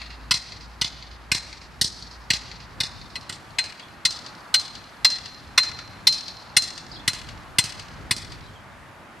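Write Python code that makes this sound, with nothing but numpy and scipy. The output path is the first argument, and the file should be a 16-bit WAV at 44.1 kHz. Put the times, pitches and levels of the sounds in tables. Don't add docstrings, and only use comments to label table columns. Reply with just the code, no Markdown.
import sys
import numpy as np
from scipy import signal
from scipy.fft import rfft, irfft
from scipy.io import wavfile
from scipy.ndimage import uniform_filter1d

SR = 44100
rng = np.random.default_rng(int(sys.argv[2]) if len(sys.argv) > 2 else 0)


def makeup_ratio(level_db):
    decades = np.asarray(level_db, float) / 20
    return 10 ** decades


def wrap_up_sound(samples):
    columns = np.atleast_2d(samples).T
    tamed = np.clip(columns, -1, 1)
    steps = np.round(tamed * 32767).astype(np.int16)
    wavfile.write(sys.argv[1], SR, steps)


N = 405719

EARLIER_S = -.194
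POST_BLOWS = [
    [(EARLIER_S, -4, -12.5, -6, -20), (0.3107, -4.5, -14.5, -12.5, -18.5), (0.8145, -8, -24, -11.5, -23),
     (1.3174, -4.5, -20, -9.5, -16), (1.8138, -4.5, -22, -23, -19), (2.3042, -5, -17, -11, -19),
     (2.804, -10.5, -19, -15, -23), (3.2949, -17, -24, -4, -13)],
    [(3.1567, -19.5, -9, -9, -21), (3.5862, -7.5, -11.5, -4.5, -17), (4.0527, -3.5, -13, -12.5, -19),
     (4.5426, -4, -9.5, -10, -16), (5.0479, -1.5, -8, -11, -18), (5.5787, -2.5, -7, -5.5, -18),
     (6.0711, 0, -10.5, -17, -18), (6.5675, -0.5, -13.5, -14, -12.5), (7.0784, -4.5, -16, -3.5, -11.5),
     (7.5857, -1.5, -19, -8.5, -10.5), (8.1105, -5, -22, -10, -11.5)],
]
# frequency in Hz, size in dB against the other modes.
POST_MODES = [(980, 5.5), (1480, 9), (1900, 7), (2070, 10.5), (2540, 7.5), (2880, 9.5), (3460, 7.5),
              (3770, -12), (4480, -28), (4860, -6), (5140, 3), (5600, -19), (5850, 9), (6270, -31),
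              (6800, -14), (7600, 9), (8350, 5.5), (8850, 12), (9600, -10), (10400, -18), (12600, -42)]
# frequency in Hz, size in dB against the others,
# t60 in seconds before the bounce stretches or shortens it.
HEAD_MODES = [(4130, 0, .2), (4134, -22, .85), (4146, -17, .4), (4220, -16, .08)]
# delay in seconds, level in dB, smear in seconds, left minus right in dB.
WALL_SLAPS = [
    [(.0006, -29, .005, 29), (.030, 0, .009, -0.5), (.065, -15, 0.0031, 9), (.088, -27, 0.0057, -3),
     (.115, -32, 0.0017, 6), (.211, -14, 0.005, 4), (.25, -37, 0.0073, 17), (.298, -20.5, 0.014, -4)],
    [(.0006, -9.5, .005, 6), (.054, -6.5, 0.0094, -3.5), (.108, -24.5, .006, 6.5),
     (.137, -22, 0.0044, 12.5), (.168, -25, 0.0026, 1.5), (.21, -12.5, 0.005, 3),
     (.298, -27.5, 0.0026, -11.5)],
]
# left minus right in dB, yard tail in dB before a fixed trim, tail t60 in seconds.
POST_PLACES = [(.2, -24, 1.11), (1.199, -26, 1.082)]
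# frequency in Hz, gain in dB.
WALLWARD_COLOUR = [(700, 2.5), (2500, 0.5), (4500, 0.5), (6500, 5.5), (9000, 2.5), (12000, -5.5)]
# start in seconds, length in seconds, first pitch in Hz, last pitch in Hz,
# level in dB before flutter and blur.
BIRD_SYLLABLES = [(3.797, .013, 3100, 3550, -44), (3.827, .013, 3230, 3620, -48),
                  (3.853, .008, 3550, 3180, -45), (6.914, .008, 4300, 5300, -40),
                  (6.927, .009, 4260, 3700, -43), (6.936, .015, 3600, 5500, -41),
                  (6.951, .012, 5500, 3300, -42), (6.962, .011, 3180, 3520, -41),
                  (6.972, .008, 4040, 4430, -40), (6.995, .009, 3250, 3700, -43),
                  (8.418, .03, 4150, 3700, -56), (8.45, .012, 3750, 4050, -53),
                  (8.475, .015, 3200, 3150, -56), (8.535, .012, 3500, 3400, -57),
                  (8.555, .03, 3300, 2950, -56)]
# time in seconds, level in dB before its wander.
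HUM_LEVEL = [(0.0, -43), (0.3, -43), (0.42, -53), (0.56, -50), (0.68, -45), (1.3, -48), (1.6, -53),
             (2.0, -53), (2.2, -45), (2.7, -53), (3.1, -58), (3.5, -78)]
# time in seconds, level in dB before the gusts.
WIND_LEVEL = [(0.0, -50), (1.6, -51), (2.6, -49), (2.97, -45), (3.3, -50), (4.0, -53), (5.3, -52),
              (5.55, -45.5), (6.2, -51), (6.8, -50), (7.25, -44), (7.6, -46), (8.35, -42), (8.6, -50),
              (9.2, -54)]
# frequency in Hz, relative density in dB per Hz.
SUBURB_COLOUR = [(150, -31), (250, 1), (315, -46.5), (431, -21), (600, 0), (757, -2.5), (1160, 1.5),
                 (2840, -16), (6080, -26), (13000, -30)]
# frequency in Hz, side minus mid in dB.
SUBURB_SPREAD = [(250, -20), (700, -8), (2400, -4.5), (9000, -8.5)]
# time in seconds, level of the 500-1045 Hz part in dB.
SUBURB_LOUDNESS = [(0.0, -53), (1.7, -54), (3.5, -50), (4.7, -51), (6.5, -50), (7.6, -50), (8.6, -52),
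                   (9.2, -51)]

POST_T60_S, MODE_SCATTER_DB = .022, 1.5
CHATTER_DB, CHATTER_T60_S = 1.5, .051
CRACK_RING_DB, RISE_S = -21., .0025
THUD_DB, DEAD_RING_DB, THUD_LOSS_PER_DB = -17.5, -15, 5.5
THUD_S, THUD_LAG_S = .0008, .005
THUD_ECHO_DB = -5
AIR_S = .18
SYLLABLE_EDGE_S, BIRD_BLUR_DB = .0015, -29
HUM_HZ = 58
GUST_DB, WIND_SIDE_DB = 2.2, -6.5
UPPER_SHARE, SINK_PER_DB, CALM_DB = .68, .035, -52
CEILING, MIC_TOP_HZ = 1.1, 14600
LEFT_RIGHT = np.array([[1], [-1]])


def curve(rows):
    s, *columns = np.transpose(rows)
    return [np.interp(np.arange(N) / SR, s, column) for column in columns]


def band(x, lo_hz, hi_hz, order=2):
    return signal.sosfilt(signal.butter(order, [lo_hz, hi_hz], "band", fs=SR, output="sos"), x)


def unit(x):
    return x / np.abs(x).max()


def walk(rate):
    hold = int(SR / rate)
    steps = np.repeat(rng.standard_normal(N // hold + 1), hold)
    slewed = uniform_filter1d(uniform_filter1d(steps, hold), hold)
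    return 1.156 * slewed[:N]


def shade(x, points):
    hz, db = np.transpose(points)
    log_hz = np.log(1 + np.fft.rfftfreq(len(x), 1 / SR))
    gain = makeup_ratio(np.interp(log_hz, np.log(hz), db))
    return np.roll(irfft(rfft(x) * gain, len(x)), SR // 1000)


def modes(table, seconds, detune):
    hz, db, t60 = np.transpose(table)[:, :, None]
    size_chance, pitch_chance, phase_chance = rng.standard_normal((3, len(table), 1))
    t = np.arange(int(seconds * SR)) / SR
    phase = 2 * np.pi * (hz * (1 + detune * pitch_chance) * t + phase_chance)
    envelope = makeup_ratio(db + MODE_SCATTER_DB * size_chance - 60 * t / t60)
    return np.sum(envelope * np.sin(phase), axis=0)


def post_clank(t, low_db, high_db):
    colour = [(250, low_db - 31), (700, low_db - 8), (1400, low_db - 6.5), (2100, low_db),
              (3000, low_db / 2 - 6), (4500, 0), (6000, high_db / 2 - 4), (8500, high_db),
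              (11500, high_db - 5), (14500, high_db - 18), (16000, -100.5)]
    ringing = modes([(hz, db, POST_T60_S) for hz, db in POST_MODES], .12, detune=.012)
    chatter = rng.standard_normal(len(t)) * (1 - np.exp(-t / .0016)) * makeup_ratio(-60 * t / CHATTER_T60_S)
    clank = unit(signal.fftconvolve(chatter, ringing)[:len(t)]) + makeup_ratio(CHATTER_DB) * unit(chatter)
    crack = (t == 0) + makeup_ratio(CRACK_RING_DB) * unit(ringing)
    wallward = unit(shade(shade(crack, colour), WALLWARD_COLOUR))
    return unit(shade(clank, colour)), makeup_ratio(6.5) * wallward


def head_ring(t, db, ring_db):
    stretch = makeup_ratio(.13 * (db + ring_db + 12))
    table = [(hz, size_db, stretch * t60) for hz, size_db, t60 in HEAD_MODES]
    ringing = modes(table, .8, detune=.00068) * (1 - np.exp(-t / .0024))
    return makeup_ratio(ring_db) * unit(ringing)


def soil_thud(t, ring_db, wall_s, wall_db):
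    thud_db = THUD_DB - THUD_LOSS_PER_DB * max(ring_db - DEAD_RING_DB, 0)
    push = (1 + .4 * rng.standard_normal(len(t))) * t * np.exp(-t / THUD_S)
    body = unit(band(push, 85, 480) + .8 * band(push, 95, 170, order=1))
    thud = makeup_ratio(thud_db) * np.roll(body, int(THUD_LAG_S * SR))
    return thud + makeup_ratio(THUD_ECHO_DB + wall_db) * np.roll(thud, int(wall_s * SR))


def blow(db, ring_db, low_db, high_db, wall_s, wall_db):
    t = np.arange(int(.8 * SR)) / SR
    short = t[:int(.12 * SR)]
    clank, wallward = post_clank(short, low_db, high_db)
    ring = head_ring(t, db, ring_db)
    out = np.array([ring, makeup_ratio(-14) * ring])
    out[0, :len(short)] += clank + soil_thud(short, ring_db, wall_s, wall_db)
    out[1, :len(short)] += wallward
    return makeup_ratio(db) * out


def yard(slaps, tail_db, t60):
    t = np.arange(int(.9 * SR)) / SR
    shared, own = rng.standard_normal(len(t)), rng.standard_normal((2, len(t)))
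    grain = .63 * shared + np.where(t < .01, 1.2, .3) * own
    size = makeup_ratio(tail_db - 12.5 - 60 * t / t60) * (1 - np.exp(-t / .01)) * np.ones((2, 1))
    size = size * makeup_ratio(3.0 * walk(117.4)[:len(t)])
    for delay, db, smear, side_db in slaps:
        late = np.maximum(t - delay, 0)
        shape = (1 - np.exp(-late / .0004)) * np.exp(-late / smear)
        shape = shape * np.sqrt(2 / (smear * SR))
        size = size + makeup_ratio(db + side_db * LEFT_RIGHT / 2) * shape
    echoes = grain * size
    dull = signal.sosfilt(signal.butter(2, 5500, fs=SR, output="sos"), echoes)
    bright_share = np.exp(-t / AIR_S)
    mixed = bright_share * echoes + (1 - bright_share) * dull
    return signal.sosfilt(signal.butter(1, 900, "high", fs=SR, output="sos"), mixed)


def hammering():
    out = 0
    for blows, slaps, (pan_db, tail_db, t60) in zip(POST_BLOWS, WALL_SLAPS, POST_PLACES):
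        line = np.zeros((2, N + 2 * SR))
        wall_s, wall_db = slaps[1][:2]
        for s, *levels in blows:
            sound = blow(*levels, wall_s, wall_db)
            start = int((1 + s - RISE_S) * SR)
            line[:, start:start + sound.shape[1]] += sound
        pan = makeup_ratio(pan_db * LEFT_RIGHT / 2)
        echoes = signal.fftconvolve(line[1:], yard(slaps, tail_db, t60), axes=1)
        out = out + pan * (line[0, SR:SR + N] + echoes[:, SR:SR + N])
    return out


def bird():
    whistles, t, flutter = 0, np.arange(N) / SR, makeup_ratio(4.0 * walk(300))
    for s, length, from_hz, to_hz, db in BIRD_SYLLABLES:
        late = np.clip(t - s, 0, length)
        gate = np.clip(np.minimum(late, length - late) / SYLLABLE_EDGE_S, 0, 1)
        mean_hz = from_hz + (to_hz - from_hz) * late / length / 2
        whistles = whistles + makeup_ratio(db) * flutter * gate * np.sin(2 * np.pi * late * mean_hz)
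    blur = makeup_ratio(BIRD_BLUR_DB - 60 * t[:SR // 5] / .25) * rng.standard_normal((2, SR // 5))
    return whistles + signal.fftconvolve(whistles[None], blur, axes=1)[:, :N]


def motor_hum():
    phase = 2 * np.pi * np.cumsum(HUM_HZ * (1 + .017 * walk(9))) / SR
    return makeup_ratio(curve(HUM_LEVEL)[0] + 1.7 * walk(30)) * np.sqrt(2) * np.sin(phase)


def wind():
    wind_db = curve(WIND_LEVEL)[0]
    deep = band(rng.standard_normal((2, N)), 43.2, 115)
    upper = band(rng.standard_normal((2, N)), 90, 180, order=1)
    upper_share = np.clip(UPPER_SHARE - SINK_PER_DB * (wind_db - CALM_DB), 0, 1)
    mid, side = np.sqrt(1 - upper_share) * deep / deep.std() + np.sqrt(upper_share) * upper / upper.std()
    return makeup_ratio(wind_db + GUST_DB * walk(15)) * (mid + makeup_ratio(WIND_SIDE_DB) * side * LEFT_RIGHT)


def suburb():
    out = 0
    for hz in 250 * 2 ** np.arange(0, 5.6, .5):
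        mid, side = band(rng.standard_normal((2, N)), hz / 1.375, hz * 1.385)
        db, side_db = [np.interp(np.log(hz), np.log(points[:, 0]), points[:, 1])
                       for points in (np.array(SUBURB_COLOUR), np.array(SUBURB_SPREAD))]
        out = out + makeup_ratio(db + 1.6 * walk(7.1)) * (mid + makeup_ratio(side_db) * side * LEFT_RIGHT)
    out = band(out, 100, 13300, order=6)
    return out / np.std(band(out, 500, 1045)) * makeup_ratio(curve(SUBURB_LOUDNESS)[0])


def scene():
    return hammering() + bird() + motor_hum() + wind() + suburb()


def roll_off(x):
    return signal.sosfilt(signal.butter(12, 15630, fs=SR, output="sos"), x)


def record(dry):
    rounded = CEILING * np.tanh(dry / CEILING)
    mix = signal.sosfilt(signal.butter(8, MIC_TOP_HZ, fs=SR, output="sos"), rounded)
    return roll_off(mix)


dry = scene()
out = record(dry)
wrap_up_sound(out)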